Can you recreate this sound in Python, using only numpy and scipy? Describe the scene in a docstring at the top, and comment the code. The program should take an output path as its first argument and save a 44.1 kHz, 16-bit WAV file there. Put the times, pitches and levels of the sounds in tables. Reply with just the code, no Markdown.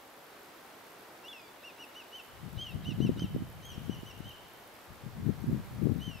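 """A kite, a bird of prey, whistles from a birch: three runs of calls that rise and fall, then one last call.
Thin membranes in its voice box make the tone, and rasp as each call starts and ends. It turns its head
away for the third run. The treetops scatter every call into a faint echo. Gusts rumble and thump on the
two microphone openings, mostly the left, and a few tiny ticks sound midway. Under it all lie a distant
outdoor hush and a thin, high buzz from the camera."""
import sys
import numpy as np
from scipy import signal
from scipy.fft import rfft, irfft
from scipy.io import wavfile
from scipy.ndimage import uniform_filter1d

SR = 44100
rng = np.random.default_rng(int(sys.argv[2]) if len(sys.argv) > 2 else 0)


def bounce(signal):
    """Save signal as a 16-bit WAV file at the path given by the first command-line argument."""
    frames = np.transpose(np.atleast_2d(signal))
    limited = np.clip(frames, -1, 1)
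    pcm = np.round(limited * 32767).astype(np.int16)
    wavfile.write(sys.argv[1], SR, pcm)


N = 273420
TIME = np.arange(N) / SR

# The bird's calls. Each row: start, length and time to the top pitch in seconds, top pitch and droop
# in Hz, then levels in dB of the tone, its octave, the rasp and the extra sound sent into the trees.
CALLS = [(1.24, .25, .053, 2950, 200, -49.5, -64.5, -70, -4.5),
         (1.635, .078, .029, 2852, 440, -50, -68, -61, -3),
         (1.785, .068, .027, 2920, 505, -50.5, -64.5, -67, -2),
         (1.951, .077, .028, 3016, 545, -49.5, -66, -62, -1),
         (2.124, .09, .035, 3094, 505, -47, -66, -66, 0), (2.58, .15, .046, 3198, 298, -43, -64, -58, -3),
         (2.853, .075, .028, 3020, 460, -43.5, -61.5, -57, -4.5),
         (3.01, .074, .027, 3060, 570, -47, -62, -59, -3),
         (3.18, .081, .031, 3138, 500, -48, -62.5, -60, 0),
         (3.628, .127, .042, 3238, 310, -54, -60.5, -68, 8.5),
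         (3.897, .065, .026, 3035, 440, -56, -65.5, -72, 9),
         (4.056, .064, .024, 3053, 540, -53.5, -63.5, -70, 7.5),
         (4.245, .085, .036, 3156, 500, -51.5, -71, -64, 7),
         (6.005, .193, .049, 3120, 205, -48.5, -64.5, -63, 0)]


def undb(db):
    """Turn decibels into a number to multiply by."""
    return 10 ** (np.asarray(db) / 20)


def unit(x):
    """Scale a signal to an average strength (rms) of 1."""
    return x / np.sqrt(np.mean(x ** 2))


def shape(x, points):
    """Make some frequencies louder and others softer, along a curve of (Hz, dB) points."""
    hz, db = np.transpose(points)
    bins = np.maximum(np.fft.rfftfreq(N, 1 / SR), 1)
    curve_db = np.interp(np.log(bins), np.log(hz), db)
    return irfft(rfft(x) * undb(curve_db), N)


def band(x, hz, width_hz):
    """Keep the sound near one frequency, as a resonance does."""
    return signal.lfilter(*signal.iirpeak(hz, hz / width_hz, fs=SR), x)


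def lowpass(x, hz):
    """Gently soften everything above one frequency."""
    return signal.sosfiltfilt(signal.butter(2, hz, fs=SR, output="sos"), x)


def wander(per_s):
    """A smooth random curve of typical size 1 that heads for a new value per_s times a second."""
    step = max(int(SR / per_s), 1)
    held = np.repeat(rng.standard_normal(N // step + 1), step)
    return unit(uniform_filter1d(uniform_filter1d(held, step), step)[:N])


def bump(at_s, half_width_s):
    """A bell-shaped swell of height 1."""
    return np.exp(-np.minimum(2 * ((TIME - at_s) / half_width_s) ** 2, 20))


def distant_hush(level_db=-54.5, swell_db=0.45):
    """Far-off air and leaves make a smooth noise, centred in the bass and wide in the treble."""
    # The tone of the hush. Each row: frequency in Hz, relative level in dB.
    colour = [(20, -25), (60, -11.5), (150, -7), (350, 1), (800, -0.5), (1500, -4.5), (2500, -10),
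              (4000, -14), (6500, -19.5), (10000, -22), (15500, -21)]
    # Its stereo width. Each row: frequency in Hz, level of the side signal against the middle in dB.
    width = [(60, -46), (200, -12), (700, -6), (2400, -3.5), (15000, -2)]
    mid, side = (unit(shape(rng.standard_normal(N), colour)) for _ in range(2))
    side = shape(side, width)
    return undb(level_db + swell_db * wander(4.07)) * np.array([mid + side, mid - side])


def camera_buzz(level_db=-70.0, bursts_per_s=78.26, burst_s=0.00082, skirt_s=0.0027, skirt_db=-8,
                scatter_db=2.5, side_db=-7, lean_right_db=3.0):
    """The camera's electronics spit short bursts of high fizz at a steady rate, some stronger."""
    # The tone of the fizz. Each row: frequency in Hz, relative level in dB.
    colour = [(5000, -28), (8000, -13), (10000, -11.5), (11100, -4), (11700, -7), (12400, 3), (13300, -3),
              (14400, -16), (15000, -16), (15800, -18)]
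    from_peak_s = abs((TIME * bursts_per_s + .5) % 1 - .5) / bursts_per_s
    bursts = np.exp(-from_peak_s / burst_s) + undb(skirt_db) * np.exp(-from_peak_s / skirt_s)
    bursts *= undb(scatter_db * wander(80))
    mid, side = (unit(shape(bursts * rng.standard_normal(N), colour)) for _ in range(2))
    side *= undb(side_db)
    lean = undb(lean_right_db)
    return undb(level_db) * np.array([(mid + side) / lean, (mid - side) * lean])


def kite_whistles(climb_hz=255, arch_s=.038, attack_s=.013, release_s=.01, hold_s=.125, tire_db_per_s=85,
                  jitter=.0055, flutter_db=(1.2, 3.2), third_db=-15, undertone_db=-28, breath_db=-23,
                  fade_db_per_hz=.016, octave_fade_db_per_hz=.010,
                  flip_s=(1.283, 1.33), flip_ratio=1.183, flip_db=1, flip_octave_db=-12):
    """Membranes in the voice box tighten and slacken, so a breathy, nearly pure tone rises and falls."""
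    out = np.zeros(N)
    waver, flutter = 1 + jitter * wander(500), wander(200)
    breath = unit(band(rng.standard_normal(N), hz=3500, width_hz=1500))
    # In the first call the voice flips up to a higher note and back.
    flip = uniform_filter1d(1. * ((TIME > flip_s[0]) & (TIME < flip_s[1])), size=110)
    for start, length, rise, top_hz, droop_hz, tone_db, octave_db, _, _ in CALLS:
        fade_in = np.clip((TIME - start) / attack_s + .5, 0, 1)
        gate = fade_in * np.clip((start + length - TIME) / release_s + .5, 0, 1)
        on = gate > 0
        t = TIME[on] - start
        climbing_hz = climb_hz * np.log2(1 + (1 - t / rise) ** 2)
        sinking_hz = droop_hz * np.log1p(((t - rise) / arch_s) ** 2)
        below_top_hz = np.where(t < rise, climbing_hz, sinking_hz)
        pitch_hz = (top_hz - below_top_hz) * flip_ratio ** flip[on] * waver[on]
        phase = 2 * np.pi * np.cumsum(pitch_hz) / SR
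        # Every second swing is slightly unlike the first, adding a faint tone at 1.5 times the pitch.
        tone = np.sin(phase) + undb(undertone_db) * np.sin(1.5 * phase) + undb(breath_db) * breath[on]
        overtones = np.sin(2 * phase) + undb(third_db) * np.sin(3 * phase)
        # The level follows the pitch, and a long call cannot be held at full strength.
        tired_db = tire_db_per_s * np.maximum(t - hold_s, 0)
        tone *= undb(tone_db - fade_db_per_hz * below_top_hz - tired_db + flip_db * flip[on])
        overtones *= undb(octave_db - octave_fade_db_per_hz * below_top_hz + flip_octave_db * flip[on])
        # The voice grows unsteady as the air pressure runs out.
        unsteady_db = np.interp(t, [0, length], flutter_db) * flutter[on]
        out[on] += np.sqrt(2) * gate[on] * undb(unsteady_db) * (tone + overtones)
    return out


def kite_rasps(flap_hz=1270, jitter=0.051, throat=(3600, 1300), grit_band=(1900, 1800), grit_db=-5,
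               lead_s=.004, opening_s=.016, early_s=.008, closing_s=.022, closing_db=-2.8):
    """As a call starts and ends, the slack membranes flap unevenly at roughly half the pitch."""
    phase = 2 * np.pi * np.cumsum(flap_hz * (1 + jitter * wander(1200))) / SR
    flaps = sum(np.sin(k * phase) for k in range(1, 5))
    # The throat picks out the overtones. Both bands are given as centre and width in Hz.
    voiced = unit(band(band(flaps, *throat), *throat))
    grit = unit(band(band(rng.standard_normal(N), *grit_band), *grit_band))
    swell = np.zeros(N)
    for start, length, *_, rasp_db, _ in CALLS:
        opening = bump(start - lead_s, opening_s)
        closing = undb(closing_db) * bump(start + length - early_s, closing_s)
        swell += undb(rasp_db) * (opening + closing)
    return swell * (voiced + undb(grit_db) * grit)


def tree_echo(calls, near_db=-17, near_s=0.06, far_db=-13.6, tail_s=1.6, build_s=0.03,
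              bounce_s=0.052, bounce_db=-18, side_db=-3):
    """Nearby twigs scatter the calls at once, the next treetop echoes softly, farther ones add a tail."""
    # What the treetops send back. Each row: frequency in Hz, boost or cut in dB.
    treetops = [(2000, -4), (2650, 3), (3050, 3.5), (3500, 8), (4300, -3), (6500, -2)]
    t = TIME[:SR]
    near = np.exp(-t / near_s)
    far = (1 - np.exp(-t / build_s)) * undb(-60 * t / tail_s)
    decay = np.hypot(undb(near_db) * unit(near), undb(far_db) * unit(far)) / np.sqrt(SR)
    end_fade = np.clip((TIME[-1] - TIME) / .01, 0, 1)
    returned = shape(calls * end_fade, treetops)
    mid, side = (signal.fftconvolve(returned, decay * rng.standard_normal(SR))[:N] for _ in range(2))
    mid += undb(bounce_db) * np.interp(TIME - bounce_s, TIME, returned, left=0)
    side *= undb(side_db)
    return np.array([mid + side, mid - side]) / np.sqrt(2)


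def gust_levels(calm_db=-82, rise_s=.08):
    """How hard the wind presses on the left and right openings, in dB; the air starts out calm."""
    # Two spells of gusts. Each row: time in seconds, left level in dB, right level in dB.
    gusts = [(2.25, -69, -79), (2.45, -41, -53), (2.68, -44, -53), (2.75, -34, -46), (2.92, -48, -33),
             (2.98, -26, -43), (3.06, -27, -32), (3.14, -36, -40), (3.25, -32, -35), (3.29, -42, -45),
             (3.36, -33, -32), (3.44, -45, -44), (3.65, -47, -50), (3.9, -33, -49), (4.01, -49, -47),
             (4.14, -46, -63), (4.26, -45, -44), (4.34, -57, -67), (4.86, -70, -68), (4.9, -44, -51),
             (5.0, -60, -71), (5.05, -38, -50), (5.13, -47, -59), (5.2, -38, -39), (5.29, -25, -46),
             (5.36, -43, -48), (5.43, -33, -56), (5.48, -41, -32), (5.55, -28, -39), (5.68, -51, -47),
             (5.87, -20, -46), (6.19, -49, -55)]
    times, *sides = np.transpose(gusts)
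    times = np.r_[times[0] - rise_s, times]
    return np.array([np.interp(TIME, times, np.r_[calm_db, side_db]) for side_db in sides])


def wind_rumble(gain_db=-2.0, bass_hz=95, treble_hz=240, brighten=0.28, thin_bass=1.1,
                medium_db=-34, smooth_s=0.0277, puff_db=2.7):
    """Air churns at each opening; stronger gusts shed smaller swirls and so sound brighter."""
    # The tone of a medium gust. Each row: frequency in Hz, relative level in dB.
    colour = [(20, -26), (40, -16.5), (70, -6), (120, 2), (190, -0.5), (280, -8.5), (400, -20.5),
              (600, -35.5), (1000, -52), (4000, -95)]
    out = []
    for side_db in gust_levels():
        gust_db = side_db + puff_db * wander(45)
        excess_db = np.maximum(gust_db - medium_db, -20)
        rumble = shape(rng.standard_normal(N), colour)
        bass, treble = lowpass(rumble, bass_hz), rumble - lowpass(rumble, treble_hz)
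        rumble += (undb(-thin_bass * excess_db) - 1) * bass
        rumble += (undb(brighten * excess_db) - 1) * treble
        # Even out the noise so that the gust alone sets its loudness.
        strength = np.sqrt(uniform_filter1d(rumble ** 2, int(smooth_s * SR)))
        out.append(undb(gain_db + gust_db) * rumble / strength)
    return np.array(out)


def small_swirls(per_s=24, over_gust_db=5.0, scatter_db=2.0, middle_hz=220, scatter_octaves=.28):
    """List small swirls that cross either opening at random, stronger when the gust is stronger."""
    count = per_s * N // SR
    at, side = rng.integers(N, size=count), rng.integers(2, size=count)
    strength, pitch = rng.standard_normal((count, 2)).T
    db = gust_levels()[side, at] + over_gust_db + scatter_db * strength
    hz = middle_hz * 2 ** (scatter_octaves * pitch)
    return list(zip(at / SR, db, hz, side))


def wind_thumps(roundness=4.8, skew=0.75, reach_s=.04):
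    """The core of a swirl of air sucks briefly at the opening it crosses: a steep dip in pressure."""
    # The strongest swirls. Each row: time in seconds, level in dB, pitch in Hz, side (0 left, 1 right).
    big_swirls = [(2.574, -25, 110, 0), (2.755, -23, 131, 0), (2.89, -21.5, 239, 1), (3.005, -12, 260, 0),
                  (3.051, -16.5, 248, 0), (3.094, -11.5, 300, 0), (3.102, -17, 282, 1),
                  (3.222, -21, 260, 1), (3.245, -16.5, 189, 0), (3.35, -18.5, 220, 0), (3.363, -19, 373, 1),
                  (3.423, -21.5, 219, 1), (3.781, -25, 180, 0), (3.897, -16.5, 247, 0),
                  (4.034, -28, 280, 1), (4.206, -26, 210, 0), (5.267, -18.5, 193, 0), (5.296, -18, 173, 0),
                  (5.443, -21, 234, 0), (5.498, -19.5, 230, 1), (5.53, -21.5, 250, 0), (5.857, -13, 240, 0),
                  (5.871, -11, 300, 0), (5.921, -14, 219, 0), (5.962, -20, 241, 0), (6.08, -24, 200, 0)]
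    out = np.zeros((2, N))
    swirls = small_swirls() + list(big_swirls)
    for (at_s, db, hz, side), lean in zip(swirls, rng.standard_normal(len(swirls))):
        close = abs(TIME - at_s) < reach_s
        angle = 2 * np.pi * hz * (TIME[close] - at_s)
        pulse = 1 / (1 - 1j * angle / roundness) ** roundness  # a wave that fades fast on both sides
        lopsided = (pulse * np.exp(1j * skew * lean)).real
        out[int(round(side)), close] -= undb(db) * lopsided
    return out


def dry_ticks(decay_s=.0012, width_hz=650):
    """Tiny bursts of noise, each ringing very briefly at two pitches."""
    # The ticks. Each row: start in seconds, peak of each ring in dB, low and high pitch in Hz.
    ticks = [(3.194, -42.5, 1230, 5020), (3.195, -47, 2180, 3900), (3.210, -49, 5400, 6000)]
    out = np.zeros(N)
    for start, db, *pitches in ticks:
        decay = (TIME >= start) * np.exp(-np.minimum(abs(TIME - start) / decay_s, 20))
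        burst = rng.standard_normal(N) * decay
        for hz in pitches:
            ring = band(band(burst, hz, width_hz), hz, width_hz)
            out += undb(db) * ring / np.max(abs(ring))
    return out


def scene():
    """The bird straight ahead, its echo all around, and wind right on the microphone."""
    calls = kite_whistles() + kite_rasps()
    # With its head turned away, the bird sends more of its voice into the trees.
    starts, *_, turned_db = np.transpose(CALLS)
    echo = tree_echo(calls * undb(np.interp(TIME, starts, turned_db)))
    return calls + dry_ticks() + echo + wind_rumble() + wind_thumps() + distant_hush() + camera_buzz()


def record(dry, top_hz=15700):
    """The camera steeply cuts off the highest treble."""
    treble_cut = signal.firwin(601, top_hz, fs=SR)
    return signal.fftconvolve(dry, treble_cut[None], mode="same", axes=1)


dry = scene()
out = record(dry)
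bounce(out)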